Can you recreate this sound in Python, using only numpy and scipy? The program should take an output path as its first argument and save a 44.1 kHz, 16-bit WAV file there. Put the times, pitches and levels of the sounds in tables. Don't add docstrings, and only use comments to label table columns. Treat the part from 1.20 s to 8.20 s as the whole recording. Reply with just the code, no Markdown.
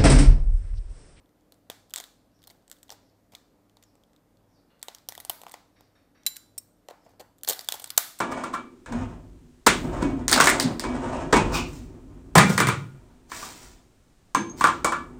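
import sys
import numpy as np
from scipy import signal
from scipy.fft import rfft, irfft
from scipy.io import wavfile
from scipy.ndimage import uniform_filter1d

SR = 44100
rng = np.random.default_rng(int(sys.argv[2]) if len(sys.argv) > 2 else 0)


def store_wav(level_fs):
    pcm = np.round(np.clip(np.atleast_2d(level_fs), -1, 1) * 32767)
    wavfile.write(sys.argv[1], SR, pcm.T.astype(np.int16))


def invert_db(level):
    return 10 ** (np.asarray(level, dtype=float) / 20)


N = 308700


def evened(x):
    return x / np.sqrt(np.mean(x ** 2) + 1e-20)


def topped(x):
    power = uniform_filter1d(abs(signal.hilbert(x)) ** 2, size=40)
    return x / np.sqrt(power.max(-1, keepdims=True) + 1e-20)


def read(points, hz):
    f, value = np.transpose(points)
    return np.interp(np.log(hz + 1), np.log(f + 1), value)


def add(mix, s, sound):
    part = mix[round(s * SR):][:len(sound)]
    part += sound[:len(part)]


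def causal(colour_db):
    log_gain = np.log(invert_db(np.maximum(colour_db, -100)))
    circle = np.concatenate([log_gain, log_gain[..., -2:0:-1]], -1)
    return np.exp(np.conj(signal.hilbert(circle)))[..., :log_gain.shape[-1]]


def peak_db(hz, centre_hz, width_hz):
    return -10 * np.log10(1 + (2 * (hz - centre_hz) / width_hz) ** 2)


# start in seconds, crack level in dB, brightness in dB, splinter ring in Hz.
SPLINTERS = [(0.5163, -43, -26.5, 3200), (.6971, -53, 6, 4740), (0.7065, -45, 5, 7800),
             (.7106, -48, -7, 3400), (0.7733, -35.5, -14, 3550), (0.778, -28, -2.5, 7850),
             (0.7827, -33, -4.5, 3730), (0.8397, -35.5, -2, 3550), (1.229, -54, 2.5, 3620),
             (1.2396, -44, 0, 3450), (1.2723, -40, 7, 5430), (1.313, -51, 11, 3250),
             (1.4794, -45.5, -5, 8050), (1.499, -43.5, 4, 8060), (1.5145, -31.5, 1.5, 8000),
             (1.527, -43, -5, 7200), (1.6306, -39.5, 0, 7700), (2.1504, -33, -10, 3660),
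             (3.7845, -45, -3.5, 5030), (4.002, -29.5, 6.5, 2030), (4.009, -41, 10, 4030),
             (4.2857, -45, 8, 2150), (4.314, -40, -3, 2000), (4.3182, -37.5, 6, 8500),
             (6.184, -51.5, 8.5, 7620), (6.2343, -24.5, 9.5, 7150), (6.2845, -23.5, 7, 4200),
             (6.334, -31, -2, 4500), (6.766, -43, 8, 8500), (6.7757, -13.5, 6, 6000)]
# start in seconds, crack in dB, hollow knock in dB re crack, brightness in dB, ring in Hz.
HAND_BREAKS = [(0.322, -44, -10, 4, 4060), (0.4996, -26, -4, -.5, 3370), (0.7378, -24, -19.5, -0.5, 3300),
               (0.7599, -19.5, -22, -3, 7800), (.768, -35, -3, -6.5, 3360), (0.8009, -31, -8, 0, 2210),
               (1.2757, -41, -8, 7, 4170), (1.7035, -30.5, -10.5, -9, 5660), (1.7224, -38, -1.5, -11, 5300),
               (2.7541, -56.5, 3, -1, 7850), (3.6282, -26.5, -14, 1.5, 8050), (3.6837, -28.5, -1, -6, 3500),
               (3.7482, -33.5, -15, -1, 6000), (3.8877, -21.5, -12.5, 5, 5630), (3.8929, -32, -9, 6, 5840),
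               (3.9223, -33.5, -3, -3, 1940), (3.9515, -35.5, -12.5, 2, 2000),
               (3.9778, -33, -1.5, 1.5, 3260), (4.0496, -28.5, -8.5, 1.5, 9300),
               (4.0966, -16.5, -12, 11.5, 3160), (4.0998, -23, -2, -0.5, 3000),
               (4.2159, -39, -1, 5.5, 3020), (4.235, -41.5, 6, 1, 1880), (4.2664, -42, 10.5, -4, 2040)]
BLADE_BREAKS = [(5.6856, -38.5, 6, -7.5, 1940), (6.2474, -31, -15, 1, 4200), (6.2758, -22, -9.5, -9, 4940),
                (6.2804, -28, -6.5, -4, 3660), (6.2879, -9.5, -15.5, 12, 7600), (6.307, -28, -5, -6, 7800),
                (6.3133, -33, -8, -6, 4500), (6.3922, -24.5, -13.5, -4, 4700),
                (6.4872, -13.5, -13.5, 1, 3340), (6.5225, -17, -12.5, -0.5, 3500),
                (6.642, -26, -11.5, -1.5, 8500)]
# start in
# seconds, crack in dB, hollow knock in dB re crack, ring in Hz, length in ms.
TEARS = [(0.8074, -39.5, -38, 3450, 7.4), (1.3, -44.5, -7, 4500, 6.4), (1.3053, -47, -5, 2080, 7.8),
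         (1.6932, -42, -0.5, 3300, 4.2), (2.1202, -53.5, -13.5, 2270, 7.1), (2.569, -49.5, -1, 4160, 5.5),
         (2.6252, -50, -13, 2240, 8.5), (4.295, -43, -4, 8790, 3.5), (4.3395, -35, 3, 2080, 4.7),
         (4.608, -49, 2.5, 13300, 3.4), (5.1592, -40, -38, 4430, 8), (5.701, -47, -1.5, 1830, 4.5),
         (5.7032, -53, 5, 1980, 4.5), (5.862, -65, 19, 7010, 12), (5.935, -73, 20.5, 6200, 4.85),
         (5.054, -54, -6, 3100, 7.7), (6.002, -44.5, 1.5, 4350, 6.7)]
CUTS = [(6.2725, -35, -20, 13500, 3), (6.2972, -16.5, -11, 7260, 4.1), (6.322, -28.5, -40, 2930, 13),
        (6.3304, -25, -31, 4140, 6.9), (6.4088, -35.5, -36, 4900, 7.2), (6.4447, -40.5, -25, 4800, 5.8),
        (6.5395, -30, -2.5, 3350, 9), (6.5971, -34.5, -9, 2860, 6.9), (6.619, -38.5, -4.5, 8350, 9.1),
        (6.6734, -39, -7.5, 4100, 7.3), (6.703, -26, -24, 9540, 4.9), (6.7775, -1.5, -17, 7240, 5),
        (6.9875, -36, -45, 8000, 9.9)]
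CHIPS = [(.7376, -25, -28, 7650, 2.3), (.7465, -39, -20, 3500, 2.8), (.7706, -38, -20, 3500, 3),
         (.7762, -40, -30, 8000, 2.2), (0.7837, -29, -11, 7000, 2.5), (0.7865, -40, -20, 3600, 2.9),
         (0.801, -35, -30, 6270, 2.8), (0.503, -45, -12, 2280, 5.4), (2.127, -57, -10, 4500, 3),
         (2.1353, -54, 8, 5200, 5.8), (2.14, -59, 5, 2100, 9), (2.1516, -38.5, -12, 2200, 3),
         (2.1536, -53, -20, 4000, 4), (3.6283, -32.5, -20, 3800, 2.4), (4.004, -39, -11, 11000, 3.3),
         (4.2161, -42.5, -30, 8000, 2.6), (4.2818, -53, 5, 5000, 3.7), (4.337, -52, -15, 7000, 4.2),
         (5.995, -45.5, 2, 4400, 22), (6.009, -45.5, 4.5, 7700, 6.1), (6.0244, -62.5, 14, 2000, 4.7),
         (5.842, -61.5, -10, 7000, 30), (6.2416, -53, -30, 14500, 2.5), (6.2907, -24, -17, 8500, 2.4),
         (6.2937, -25, -20, 13500, 2.7), (6.3003, -22.5, -8, 4500, 3), (6.3035, -21.5, -18, 7900, 5.1),
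         (6.3165, -43.5, 12, 5000, 4.3), (6.4876, -23.5, -30, 9800, 2.7), (6.5442, -34.5, -3, 7500, 4.1),
         (6.659, -40, -17, 8000, 5), (6.694, -43, -20, 7800, 3.5), (0.4997, -33.5, -20, 2600, 2.2),
         (5.1657, -35, -30, 8900, 5), (5.1663, -37, -30, 13900, 5), (5.7088, -44.5, 9.5, 4000, 2.5),
         (6.7035, -25.5, -19, 4770, 3.76), (6.3075, -27, -20, 15000, 3.03), (5.9, -65, -20, 6100, 37),
         (6.2801, -26, -18, 6700, 2.6)]
# start in seconds, level in dB, ring in Hz.
TICKS = [(.0591, -63, 3450), (.0922, -62, 2000), (0.2093, -65, 6130), (.3427, -56, 8500),
         (1.1172, -66, 4950), (1.191, -61, 3500), (1.2196, -54, 4350), (1.248, -55, 4570),
         (1.294, -50, 3600), (1.4247, -64.5, 4220), (1.522, -50, 1940), (1.567, -57, 3490),
         (1.5863, -58, 8680), (1.6815, -54, 3920), (1.898, -63, 5000), (2.184, -57, 4070),
         (2.4964, -57, 2910), (2.6368, -49, 6800), (2.8364, -54, 3300), (2.9332, -57, 2090),
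         (2.963, -54, 3780), (3.1713, -59.5, 4350), (3.5946, -57, 8980), (3.616, -52, 4070),
         (4.283, -48, 3540), (4.3313, -50, 3550), (5.0342, -51, 5800), (6.476, -43, 7920),
         (6.1887, -55, 7720), (6.2115, -58, 3480)]


def crack_rows():
    rows = [(s, db, -20.5, bright_db, hz, 2.1) for s, db, bright_db, hz in SPLINTERS]
    rows += [(*row, 2.41) for row in HAND_BREAKS]
    rows += [(*row, 2.9) for row in BLADE_BREAKS]
    rows += [(s, db, knock_db, -5.5 - 0.22 * knock_db, hz, ms) for s, db, knock_db, hz, ms in TEARS]
    rows += [(s, db, knock_db, 4.5, hz, ms) for s, db, knock_db, hz, ms in CUTS]
    rows += [(s, db, -16.5, -6.5, hz, 1.6) for s, db, hz in TICKS]
    rows += [(s, db, knock_db, -1.5, hz, ms) for s, db, knock_db, hz, ms in CHIPS]
    return np.array(rows, float)


def knock_colour(hz, centre_hz):
    low_db = 2 * peak_db(hz, centre_hz, 700)
    woody_db = peak_db(hz, 3.25 * centre_hz, 1200) - 13.5
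    tilt_db = read([(60, -25), (280, -7.5), (500, 0.0), (3000, 2.2), (6000, -22.5)], hz)
    return np.maximum(low_db, woody_db) + tilt_db


# frequency in Hz, level in dB per Hz.
SHELL = [(300, -37), (1200, -2.5), (1900, -1.5), (2500, -5), (3400, 2), (5500, -2.5), (8000, -1),
         (11500, -6), (13500, 0.5), (15500, -6.5), (17000, -49)]
EVEN_BINS = (70, 14)


def cracks():
    s, db, knock_db, bright_db, ring_hz, ms = crack_rows().T[:, :, None]
    t, hz = np.arange(2048) / SR, np.fft.rfftfreq(2048, 1 / SR)
    noise, slips = rng.standard_normal((2, len(s), 2048))

    u = t / (np.maximum(ms - .9, .3) * 0.00025)
    burst = u ** 0.99 * np.exp(-u)
    crumble = invert_db(-22) * np.minimum(u, 1) * np.exp(-t / .003)
    stick_slip = invert_db(4.3 * evened(uniform_filter1d(slips, size=14)))
    fracture = rfft((burst + crumble) * noise * stick_slip)
    power = abs(fracture) ** 2
    run, shove = (fracture * causal(-10 * np.log10(uniform_filter1d(power, size=bins) + 1e-12))
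                  for bins in EVEN_BINS)

    shell_db = read(SHELL, hz) + bright_db * np.clip((hz - 7500) / 2500, 0, 1)
    ring_db = np.maximum(10 + peak_db(hz, ring_hz, 0.15 * ring_hz), 0)
    cupped = abs(s - 5.85) <= .3
    hollow_hz = np.where(cupped, 558, 745) * invert_db(1.1 * noise[:, :1])
    hollow_db = knock_colour(hz, hollow_hz) * np.where(cupped, 1.7, 1)

    brittle = (run, db, shell_db + ring_db, shell_db + 0.22 * ring_db)
    hollow = (shove, db + knock_db, hollow_db, 0.28 * hollow_db)
    near, spread = np.zeros((2, N))
    for drive, level_db, colour_db, blurred_db in (brittle, hollow):
        direct = invert_db(level_db) * topped(irfft(drive * causal(colour_db)))
        blurred = irfft(causal(blurred_db))
        blurred /= np.linalg.norm(blurred, axis=1, keepdims=True)
        blurred *= np.linalg.norm(direct, axis=1, keepdims=True)
        for k, at in enumerate(s[:, 0]):
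            add(near, at - .0001, direct[k])
            add(spread, at + ms[k, 0] / 2000, blurred[k])
    return np.array([near, spread])


# start in seconds, length in seconds, level in dB, fall in dB, knock in dB re level.
GRINDS = [
    (0.766, 0.054, -48, 23, -8),
    (1.712, 0.053, -41, 36, -2),
    (2.122, 0.028, -71, 0, 12),
    (5.693, 0.047, -60.5, 20, 11),
    (5.828, 0.085, -71.5, 4, 6),
    (5.994, .022, -60.5, -11, 5.5),
    (6.289, 0.06, -25, 20.5, -7),
    (6.536, 0.026, -40.5, 6, -10),
]


def grinds():
    hz, out = np.fft.rfftfreq(2048, 1 / SR), np.zeros(N)
    crack = irfft(causal(read(SHELL, hz)))
    knock = irfft(causal(knock_colour(hz, 550)))
    grain_size = invert_db(6.0 * np.minimum(rng.exponential(1, N // 40 + 1), 4))
    grit = rng.standard_normal(N) * grain_size.repeat(40)[:N]
    for s, length, db, fall_db, knock_db in GRINDS:
        t = np.arange(0, length, 1 / SR)
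        part = grit[round(s * SR):][:len(t)]
        high, low = (evened(signal.fftconvolve(part, k)[:len(t)]) for k in (crack, knock))
        level = invert_db(db - 2.5 - fall_db * t / length) * signal.windows.tukey(len(t), .2)
        add(out, s, level * (high + invert_db(knock_db) * low))
    return out


# start in seconds, level in dB, length in ms.
THUDS = [
    (.4995, -39, 0.43),
    (2.1355, -51, .8),
    (4.609, -58, .8),
    (5.058, -51, 0.47),
    (5.8642, -52, 0.72),
    (6.002, -51, 0.94),
    (6.3, -46, .5),
]


def thuds():
    out = np.zeros(N)
    for s, db, ms in THUDS:
        u = np.arange(1024) / SR / (max(ms, .2) / 1000)
        add(out, s, invert_db(db) * u * (2 - u) * np.exp(1 - u))
    return out


# mode in Hz, level in dB, 60 dB decay in seconds.
BLADES_SHUT = [(1700, -20, .06), (3165, -20, .12), (3975, 0, .105), (3995, -23, .6), (5530, -13, .07),
               (6640, -19, .08), (7300, -1, .045), (7270, -25, .55), (8880, -11, .08), (10355, -10, .075),
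               (12950, -7, .06), (12975, -25, .35), (13860, -12, .16), (14300, -4, .05)]
BLADES_OPEN = [(3860, -20, .03), (5390, -15, .06), (5572, -12, .04), (5520, -32, .2), (7181, -11, .043),
               (8250, 4, .026), (8300, -22, .09), (9640, -11, .035), (10170, -17, .045), (10350, -12, .04),
               (11300, -20, .05), (12800, -11, .035), (13950, -7, .035), (15250, -10, .022)]
# start in seconds, blow in dB, tick in dB, damping factor on the decay time.
CLINKS_SHUT = [
    (5.0640, -19, -11, 0.66),
    (5.067, -32.5, -20.5, 0.59),
    (5.0725, -43, -23.5, .5),
    (5.077, -44.5, -28, 0.45),
    (5.083, -49.5, -33, 0.54),
    (5.1655, -35.5, -30, 0.24),
]
CLINKS_OPEN = [
    (5.379, -23.5, -28.5, 0.3),
    (5.382, -25.5, -33, 0.74),
]


def scissors():
    t, out = np.arange(SR // 2) / SR, np.zeros((2, N))
    rattle_db = [(500, -19.0), (2000, -7.0), (10000, 0.5), (14200, -1.0), (15000, -23)]
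    colour = irfft(causal(read(rattle_db, np.fft.rfftfreq(512, 1 / SR))))
    onset = 1 - np.exp(-t / 0.00058)
    for modes, clinks in ((BLADES_SHUT, CLINKS_SHUT), (BLADES_OPEN, CLINKS_OPEN)):
        hz, db, t60 = np.transpose(modes)[:, :, None]
        to_walls = invert_db(-13 + 0.65 * hz / 1000)
        for s, blow_db, tick_db, damp in clinks:
            each = invert_db(db - 60 * t / (t60 * damp)) * np.sin(2 * np.pi * hz * t)
            ring = invert_db(blow_db) * each.sum(0)
            sent = invert_db(blow_db) * (each * to_walls).sum(0)
            rattle = signal.fftconvolve(rng.standard_normal(len(t)), colour)[:len(t)]
            rattle *= invert_db(tick_db) * np.exp(-t / 0.0025)
            add(out[0], s, (ring + rattle) * onset)
            add(out[1], s, (sent + invert_db(-1.0) * rattle) * onset)
    return out


# delay in ms, level in dB.
BOUNCES = [(1.1, -31), (2.6, -24), (5.5, -25), (8.6, -23.5), (16, -24.5)]
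# frequency in Hz, 60 dB decay in seconds.
ROOM_T60 = [(250, 0.4), (700, 0.47), (1700, 0.39), (4500, 0.53), (9000, 0.46), (14000, 0.34)]
# frequency in Hz, level in dB.
ROOM_COLOUR = [(250, -8.5), (850, 10), (1400, 5.5), (2600, -2.5), (3600, -2.5), (5000, -1.5), (9000, -4),
               (13500, -0.5), (16000, 2)]


def room(near, spread):
    out, turn = near.copy(), 2 * np.pi * 23 * np.arange(N) / SR
    for ms, db in BOUNCES:
        add(out, ms / 1000, invert_db(db) * near)
    for k in range(3):
        taps = np.zeros(SR)
        at = np.arange(150, SR - 12, 12)
        taps[at + rng.integers(0, 12, len(at))] = rng.choice([-1., 1.], len(at))
        hz, t, z = signal.stft(taps, SR, nperseg=256)
        z = z * invert_db(read(ROOM_COLOUR, hz)[:, None] - 60 * t / read(ROOM_T60, hz)[:, None])
        tail = signal.istft(z, SR, nperseg=256)[1][:SR] * (np.arange(SR) > 130)
        feed = np.sqrt(2 / 3) * np.cos(turn + 2 * np.pi * k / 3)
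        out += invert_db(-12) * signal.fftconvolve(spread * feed, tail / np.linalg.norm(tail))[:N]
    return out


# start in seconds, level in dB, start and end pitch in Hz, length in seconds.
CHIRPS = [
    (.46, -122, 5500, 4000, 0.09),
    (1.111, -82, 5600, 3860, .13),
    (1.798, -83.5, 5470, 3900, 0.1),
    (2.166, -89, 4970, 3700, .09),
    (2.626, -83.5, 5600, 3830, 0.068),
    (3.279, -80.5, 5620, 3610, 0.1),
    (4.524, -81, 5460, 4000, 0.13),
    (5.752, -81.5, 5350, 3880, 0.15),
]


def bird():
    out, t = np.zeros(N), np.arange(SR // 3) / SR
    for s, db, start_hz, end_hz, length in CHIRPS:
        u = np.arange(0, 1, 1 / (length * SR))
        pitch_hz = start_hz + (end_hz - start_hz) * u ** 3.0
        swell = np.sin(np.pi * u ** 1.5) ** 0.38
        hoarse, echoes = rng.standard_normal((2, len(t)))
        chirp = np.sin(2 * np.pi * np.cumsum(pitch_hz) / SR) * swell
        chirp = chirp * uniform_filter1d(hoarse, size=70)[:len(u)]
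        add(out, s, invert_db(db) * evened(signal.fftconvolve(chirp, echoes * invert_db(-60 * t / 0.5))[:len(t)]))
    return out


# start in seconds, level in dB, stretch factor on its throat, 60 dB decay in seconds.
FAR_CALLS = [
    (3.496, -68, 0.71, 0.79),
    (4.555, -65.5, 0.94, 0.6),
    (4.747, -66.5, 0.92, 0.63),
    (4.943, -66, 0.95, 1),
]
# resonance in Hz, width in Hz, level in dB.
FAR_THROAT = [(1850, 1500, -2.5), (4000, 150, -2), (4820, 340, -8.5), (6000, 300, -6.5)]


def far_bird():
    t, hz, out = np.arange(8192) / SR, np.fft.rfftfreq(8192, 1 / SR), np.zeros(N)
    for s, db, stretch, t60 in FAR_CALLS:
        throat = sum(invert_db(d + 2 * peak_db(hz, f * stretch, w)) for f, w, d in FAR_THROAT)
        call = evened(irfft(rfft(rng.standard_normal(len(t))) * throat))
        add(out, s, call * invert_db(db - 60 * t / t60) * signal.windows.tukey(len(t), .12))
    return out


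# frequency in Hz, level in dB.
AIR = [(15, -34.5), (25, -10), (105, -6), (197, -6.5), (287, -1), (367, -9.5), (508, -7), (800, -14),
       (2520, -28.5), (11200, -34), (14600, -31), (15600, -50)]
# frequency in Hz, level in dB rms.
HUM = [(43.1, -74), (59.2, -82.5), (102.3, -71.5), (177.6, -75.5), (220.7, -84.5), (242.2, -88),
       (279.9, -77.5), (301.5, -74.5)]


def air():
    frames, hz = N // 512 + 5, np.fft.rfftfreq(2048, 1 / SR)
    a, b, patches = rng.standard_normal((frames, 1025, 3)).T
    patches = uniform_filter1d(patches, size=20, axis=0)
    patches = evened(uniform_filter1d(patches, size=8, axis=1))
    z = (a + 1j * b) * invert_db(read(AIR, hz)[:, None] + 1.0 * patches)
    out = invert_db(-66) * evened(signal.istft(z, nperseg=2048, noverlap=1536)[1][:N])
    t = np.arange(N) / SR
    beat = 1 + .7 * np.cos(2 * np.pi * 1.455 * (t - 3.28))
    for line_hz, db in HUM:
        depth = beat if 90 < line_hz < 110 else 1
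        out += invert_db(db - 1.0) * depth * np.sin(2 * np.pi * (line_hz * t + rng.random()))
    return out


def scene():
    near, spread = cracks() + grinds() + scissors() + bird()
    return (room(near, spread) + thuds() + far_bird() + air())[None]


def roll_off(x):
    return signal.sosfilt(signal.butter(12, 16530, fs=SR, output="sos"), x)


def record(dry):
    band = signal.firwin(255, 15800, window=("kaiser", 8), fs=SR)
    banded = signal.oaconvolve(dry, band[None], "same")
    return roll_off(np.clip(banded, -1, 1))


dry = scene()
out = record(dry)
store_wav(out)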